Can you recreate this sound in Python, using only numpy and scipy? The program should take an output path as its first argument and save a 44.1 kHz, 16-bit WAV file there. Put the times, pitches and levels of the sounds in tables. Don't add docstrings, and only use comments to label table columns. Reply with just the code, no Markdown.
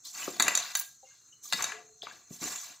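import sys
import numpy as np
from scipy import signal
from scipy.io import wavfile
from scipy.ndimage import uniform_filter1d

SR = 44100
rng = np.random.default_rng(int(sys.argv[2]) if len(sys.argv) > 2 else 0)


def unload_audio(sound):
    columns = np.transpose(np.atleast_2d(sound))
    steps = np.round(np.clip(columns, -1, 1) * 32767)
    wavfile.write(sys.argv[1], SR, steps.astype(np.int16))


def linear_from_db(decibels):
    return 10 ** (np.asarray(decibels, float) / 20)


N = 123479

# time in seconds, then level in dB of body, crunch, scrape, flour hiss
# and top fizz, the five bands parted by BAND_EDGES_HZ.
STIR_LEVELS = [(0.029, -78, -86, -86, -66, -80), (.055, -75, -65.5, -47, -44.5, -52),
               (0.128, -82, -71, -59, -50.5, -59), (0.157, -68, -52, -50.5, -44.5, -52.5),
               (.24, -58.5, -49, -47, -43, -48.5), (0.383, -54, -58, -53, -53, -58),
               (0.452, -42.5, -37.5, -51, -45, -56), (0.622, -64, -45, -42, -53, -53),
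               (0.739, -73, -55, -53, -50, -59), (0.798, -78, -51.5, -49, -53, -40.5),
               (0.981, -83, -94, -79, -67, -79.5), (1.109, -89, -74, -67.5, -66, -78.5),
               (1.22, -78.5, -83.5, -73, -68, -78.5), (1.422, -78, -86.5, -87, -68, -82),
               (1.437, -72.5, -72, -59, -45, -51.5), (1.50, -69, -68.5, -53.5, -52.5, -55),
               (1.604, -47.5, -37.5, -43, -42.5, -51), (1.749, -68, -50, -54.5, -60, -76),
               (1.9, -75, -80.5, -85, -73, -82), (2.016, -98, -94, -76, -65, -83.5),
               (2.028, -66, -62.5, -44, -59, -65), (2.075, -67, -54, -57, -64, -73),
               (2.15, -63, -62.5, -60, -59, -69.5), (2.269, -80, -77.5, -80, -70, -81),
               (2.343, -60, -66, -59.5, -47, -52.5), (2.386, -89, -73, -62, -58.5, -63),
               (2.429, -44, -47, -47, -39, -48), (2.552, -59, -50.5, -49.5, -41.5, -50),
               (2.621, -84, -57.5, -51.5, -45.5, -54), (2.718, -64, -57.5, -57, -55, -61),
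               (2.8, -101, -79.5, -73, -63.5, -80)]
BAND_EDGES_HZ = [600, 3000, 5300, 8600]
# frequency in Hz, relative density in dB per Hz.
RUSTLE_SPECTRUM = [(60, -15.5), (172, -28), (344, -18.5), (516, -44), (709, -11.5), (3390, -11), (6860, 2),
                   (9340, -4), (15500, 0.5), (15900, -51.5)]
# start in seconds, peak of the high modes in dB, then low modes,
# middle modes and top modes in dB against it.
WALL_KNOCKS = [(0.398, -13, -3.5, 0.5, -16), (0.4036, -16.5, 1.5, -1.5, -20), (.423, -10.5, -20, -10, -32),
               (.481, -12, 2, -5.5, -9.5), (0.5514, -10, -18.5, -11.5, -30), (0.5744, -9.5, -17, -11, -28),
               (0.7522, -12, -10.5, -6.5, -15.5), (.7945, -26, -25, -29, -12.5),
               (1.5245, -18.5, 4.5, 2, -31.5), (1.532, -19, 2, 3, -25), (1.6232, -17.5, -12, -13.5, -20.5),
               (1.6413, -17.5, -7, -5, -21.5), (1.7196, -43, 17, -13, -19)]
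# frequency in Hz, relative level in dB, t60 in seconds before the LONGEST_RING_S cap.
BOWL_MODES = [(749.6, -1, 0.18), (1178, -10.5, 0.016), (1686, 16, 0.036), (2001, 16, 0.052),
              (2444, 15.5, 0.021), (2735, 9.5, 0.09), (3820, -0.5, 0.067), (4092, 3.5, 0.019),
              (4505, -3, 0.045), (6320, 4, 0.081), (6844, 13.5, 0.0129), (7352, 4.5, 0.03),
              (11520, -5, 0.00607)]
# start in seconds, peak in dB.
BANGLE_CHINKS = [(0.7704, -21.5), (0.776, -32.5), (0.7896, -32), (0.7968, -18.5)]
# frequency in Hz, relative level in dB, t60 in seconds before the LONGEST_RING_S cap.
GLASS_MODES = [(5990, -5, 0.037), (7140, -18.5, 0.076), (10190, 1, .05), (10500, -9, 0.027),
               (15600, 5, 0.029)]
# start in seconds, peak in dB, pitch in Hz,
# t60 of the fundamental in seconds.
SOFT_THUDS = [(0.28, -23, 370, 0.026), (0.399, -31.5, 255.5, 0.093), (0.479, -36, 316, 0.062),
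              (1.54, -37, 183, 0.072), (1.689, -61, 149, 0.019), (2.3074, -34.5, 163, 0.045),
              (2.415, -36, 180, 0.051)]
# multiple of the pitch, relative level in dB.
OVERTONES = [(1, 0), (1.35, -3), (2.3, -7), (3.5, -14)]
# start in seconds,
# level before edge and wobble in dB, pitch in Hz, t60 in seconds.
SHORT_TONES = [ (0.052, -39, 4170, 0.04), (0.223, -30.5, 2560, 0.025), (0.228, -32, 2960, 0.037),
               (0.277, -29.5, 1200, 0.023), (1.029, -50.5, 780, 0.11), (1.03, -52.5, 532, 0.11),
               (1.066, -62.5, 2130, 0.23), (1.106, -58, 1618, 0.12), (1.324, -53, 2957, 0.08),
               (1.453, -52, 1190, 0.062), (1.72, -50, 435, 0.65), (1.72, -47, 712, 0.5),
               (.753, -33, 1625, .22), (1.04, -63, 2790, .7), (.149, -35, 4420, .035),
               (2.032, -35, 677, 0.053), (2.032, -42.5, 448, 0.059), (2.44, -20.5, 7120, 0.016),
               (2.0203, -26.5, 3400, .016), (2.0205, -31, 3750, .014), (2.0697, -27, 1250, .012),
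               (2.0697, -31, 2200, .01), (2.073, -32, 1150, .014), (2.111, -38, 1644, 0.038)]
# frequency in Hz, relative density in dB per Hz.
HISS_SPECTRUM = [(30, -38.5), (110, -5.5), (270, -25), (622, -34), (1360, -17), (3230, -37.5), (4190, -14),
                 (5170, -38.5), (6210, 1), (7460, -9), (8950, -40.5), (15500, -36.5)]
# frequency in Hz, t60 in seconds.
ROOM_DECAY = [(250, 0.32), (1000, 0.2), (4000, 0.37), (15000, 0.27)]
# frequency in Hz, left minus right in dB.
LEFT_RIGHT_BALANCE = [(300, 1.5), (1200, 6.5), (3000, 3), (6500, 1.5), (8300, -12), (11000, -15.5),
                      (12500, 1), (15000, -4)]
# frequency in Hz, cosine of the rms left-right phase difference.
LEFT_RIGHT_LIKENESS = [(200, 0.74), (5000, 0.74), (9500, 0.37), (15000, 0.22)]

GRAINS_PER_S, GRAIN_DECAY_S, GRAIN_SPREAD_DB = 1100, 0.0058, 5
SMOOTH_SHARE, PATCHY_DB = 0.49, 0.5
CRUNCHES_PER_S, CRUNCH_T60_S, CRUNCH_DB = 45, 0.03, -2.5
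WALL_DB, WALL_T60_S = 7, 0.06
MODE_SCATTER_DB, DETUNE, CRACK_DB = 2.5, 0.01, -3
CONTACT_S, RATTLE_S, RATTLE_DB = 0.0008, 0.0047, -4.5
LONGEST_RING_S = 0.034
GLASS_SCATTER_DB, GLASS_ATTACK_S = 4, 0.00054
WOBBLE_S, WOBBLE_DEPTH = 0.02, 0.72
HISS_RMS_DB, HISS_PATCHY_DB = -61, 2.6
WHINE_HZ, WHINE_WIDTH_HZ, WHINE_RMS_DB = 4190, 60, -74
ROOM_DB, ROOM_GAP_S = -7, 0.0043
LOW_CUT_HZ = 144


def evened(x):
    return x / np.sqrt(np.mean(x ** 2) + 1e-20)


def read(points, hz):
    f, value = np.transpose(points)
    return np.interp(np.log(hz + 1), np.log(f + 1), value)


def add(mix, start_s, sound):
    part = mix[round(start_s * SR):][:len(sound)]
    part += sound[:len(part)]


def peaked(x, db):
    return linear_from_db(db) * x / np.abs(x).max()


def ring(hz, db, t60_s, t):
    return linear_from_db(db[:, None] - 60 * t / t60_s[:, None]) * np.sin(2 * np.pi * hz[:, None] * t)


def filtered(x, order, hz, kind):
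    return signal.sosfilt(signal.butter(order, hz, kind, fs=SR, output="sos"), x)


def patches(shape, bins, frames):
    across = uniform_filter1d(rng.standard_normal(shape), bins, 0)
    return evened(uniform_filter1d(across, frames, 1))


def hiss():
    hz, _, z = signal.stft(rng.standard_normal(N), SR, nperseg=1024, noverlap=768)
    z = z * linear_from_db(read(HISS_SPECTRUM, hz)[:, None] + HISS_PATCHY_DB * patches(z.shape, 24, 5))
    noise = evened(signal.istft(z, SR, nperseg=1024, noverlap=768)[1][:N])
    band_hz = [WHINE_HZ - WHINE_WIDTH_HZ / 2, WHINE_HZ + WHINE_WIDTH_HZ / 2]
    whine = evened(filtered(rng.standard_normal(N), 2, band_hz, "band"))
    return linear_from_db(HISS_RMS_DB) * noise + linear_from_db(WHINE_RMS_DB) * whine


def room(x):
    slots = np.arange(round(ROOM_GAP_S * SR), SR - 20, 20)
    taps = np.zeros(SR)
    taps[slots + rng.integers(0, 20, len(slots))] = rng.choice([-1., 1.], len(slots))
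    hz, t, z = signal.stft(taps, SR, nperseg=256)
    z = z * linear_from_db(-60 * t / read(ROOM_DECAY, hz)[:, None])
    tail = signal.istft(z, SR, nperseg=256)[1]
    return signal.fftconvolve(x, tail / np.linalg.norm(tail))[:N]


def short_tones():
    start_s, level_db, hz, t60_s = np.transpose(SHORT_TONES)
    t, out = np.arange(14000) / SR, np.zeros(N)
    wobble = evened(uniform_filter1d(rng.standard_normal((len(hz), len(t))), int(WOBBLE_S * SR), 1))
    strength = 1 + WOBBLE_DEPTH * wobble * np.minimum(t / WOBBLE_S, 1)
    edge = np.minimum(t / (0.034 * t60_s[:, None]), 1)
    for start, tone in zip(start_s, ring(hz, level_db, t60_s, t) * edge * strength):
        add(out, start, tone)
    return out


def thuds():
    times, db = np.transpose(OVERTONES)
    t, out = np.arange(9000) / SR, np.zeros(N)
    for start_s, peak_db, pitch_hz, t60_s in SOFT_THUDS:
        tones = ring(pitch_hz * times, db, t60_s / np.sqrt(times), t).sum(0)
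        edge = np.minimum(t * pitch_hz * 2, 1)
        add(out, start_s, peaked(tones * edge, peak_db))
    return out


def chinks():
    hz, db, t60_s = np.transpose(GLASS_MODES)
    t, out = np.arange(6000) / SR, np.zeros(N)
    edge = np.minimum(t / GLASS_ATTACK_S, 1)
    for start_s, peak_db in BANGLE_CHINKS:
        scattered_db = db + GLASS_SCATTER_DB * rng.standard_normal(len(hz))
        tones = ring(hz, scattered_db, np.minimum(t60_s, LONGEST_RING_S), t).sum(0)
        add(out, start_s, peaked(tones * edge, peak_db))
    return out


def knocks():
    hz, db, t60_s = np.transpose(BOWL_MODES)
    group = np.searchsorted(BAND_EDGES_HZ, hz) - 1
    edges_hz = list(BAND_EDGES_HZ) + [16000]
    t, out = np.arange(9000) / SR, np.zeros(N)
    u = t[:900]
    contact = u / CONTACT_S * np.exp(1 - u / CONTACT_S)
    rattle = linear_from_db(RATTLE_DB) * np.exp(-u / RATTLE_S) * np.minimum(u / CONTACT_S, 1)
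    for start_s, peak_db, low_db, middle_db, top_db in WALL_KNOCKS:
        touch = rng.standard_normal(len(u)) * (contact + rattle)
        detuned_hz = hz * (1 + DETUNE * rng.standard_normal(len(hz)))
        scattered_db = db + MODE_SCATTER_DB * rng.standard_normal(len(hz))
        modes = ring(detuned_hz, scattered_db, np.minimum(t60_s, LONGEST_RING_S), t)
        for k, group_db in enumerate([low_db, middle_db, 0, top_db]):
            crack = filtered(np.pad(touch, (0, len(t) - 1)), 2, edges_hz[k:k + 2], "band")
            body = signal.oaconvolve(touch, modes[group == k].sum(0))
            add(out, start_s, peaked(peaked(body, 0) + peaked(crack, CRACK_DB), peak_db + group_db))
    return out


def wall(strips):
    hz = np.transpose(BOWL_MODES)[0]
    modes = ring(hz, np.zeros(len(hz)), np.full(len(hz), WALL_T60_S), np.arange(9000) / SR).sum(0)
    per_sample = 2 * np.log(1000) / WALL_T60_S / SR
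    return linear_from_db(WALL_DB) * signal.oaconvolve(strips, modes)[:N] * per_sample


def crunches(count=44):
    place = (np.arange(count) + rng.random(count) + 2) / (count + 2)
    t, out = np.arange(round(CRUNCH_T60_S * SR)) / SR, np.zeros(N)
    for tone in ring(place ** 2 * 15500, 10 * np.log10(place), np.full(count, CRUNCH_T60_S), t):
        chance = rng.random(N) * SR / CRUNCHES_PER_S
        snaps = chance * (chance < 1)
        out += signal.oaconvolve(snaps, tone)[:N]
    return evened(out)


def rustle():
    strength = linear_from_db(GRAIN_SPREAD_DB * np.minimum(rng.exponential(1, N), 5))
    crumbs = strength * (rng.random(N) < GRAINS_PER_S / SR)
    lumps = signal.oaconvolve(crumbs, np.exp(-np.arange(400) / SR / GRAIN_DECAY_S))[:N]
    roughness = SMOOTH_SHARE + (1 - SMOOTH_SHARE) * evened(lumps)
    grit = evened(rng.standard_normal(N) * roughness) + linear_from_db(CRUNCH_DB) * crunches()
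    hz, t, z = signal.stft(evened(grit), SR, nperseg=256, noverlap=192)
    band = np.searchsorted(BAND_EDGES_HZ, hz)
    shape = linear_from_db(read(RUSTLE_SPECTRUM, hz))
    band_rms = np.sqrt(np.bincount(band, shape ** 2) / len(hz))
    stir_s, *stir_db = np.array(STIR_LEVELS).T
    level_db = np.array([np.interp(t, stir_s, db) for db in stir_db])[band]
    level_db = level_db - 20 * np.log10(band_rms[band, None])
    level_db = uniform_filter1d(level_db, size=3, axis=0)
    level_db = level_db + PATCHY_DB * patches(z.shape, 12, 18)
    return signal.istft(z * shape[:, None] * linear_from_db(level_db), SR, nperseg=256, noverlap=192)[1][:N]


def scene():
    strips = rustle()
    hits = filtered(knocks(), 4, BAND_EDGES_HZ[0], "high") + thuds() + short_tones()
    bowl = hits + linear_from_db(ROOM_DB) * room(hits) + strips + wall(strips)
    mono = filtered(bowl, 2, LOW_CUT_HZ, "high") + chinks() + hiss()
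    return np.array([mono] * 2)


def roll_off(x):
    return signal.sosfilt(signal.butter(12, 16650, fs=SR, output="sos"), x)


def record(dry):
    hz, _, z = signal.stft(dry, SR, nperseg=256, noverlap=192)
    lean = linear_from_db(read(LEFT_RIGHT_BALANCE, hz))[:, None]
    angle = np.arccos(np.clip(read(LEFT_RIGHT_LIKENESS, hz), 0, 1))[:, None]
    turn = np.exp(0.5j * angle * patches(z[0].shape, 1, 1))
    pair = np.array([z[0] * lean * turn, z[1] / turn]) * 2 / (1 + lean)
    mix = signal.istft(pair, SR, nperseg=256, noverlap=192)[1][:, :N]
    return roll_off(mix)


dry = scene()
out = record(dry)
unload_audio(out)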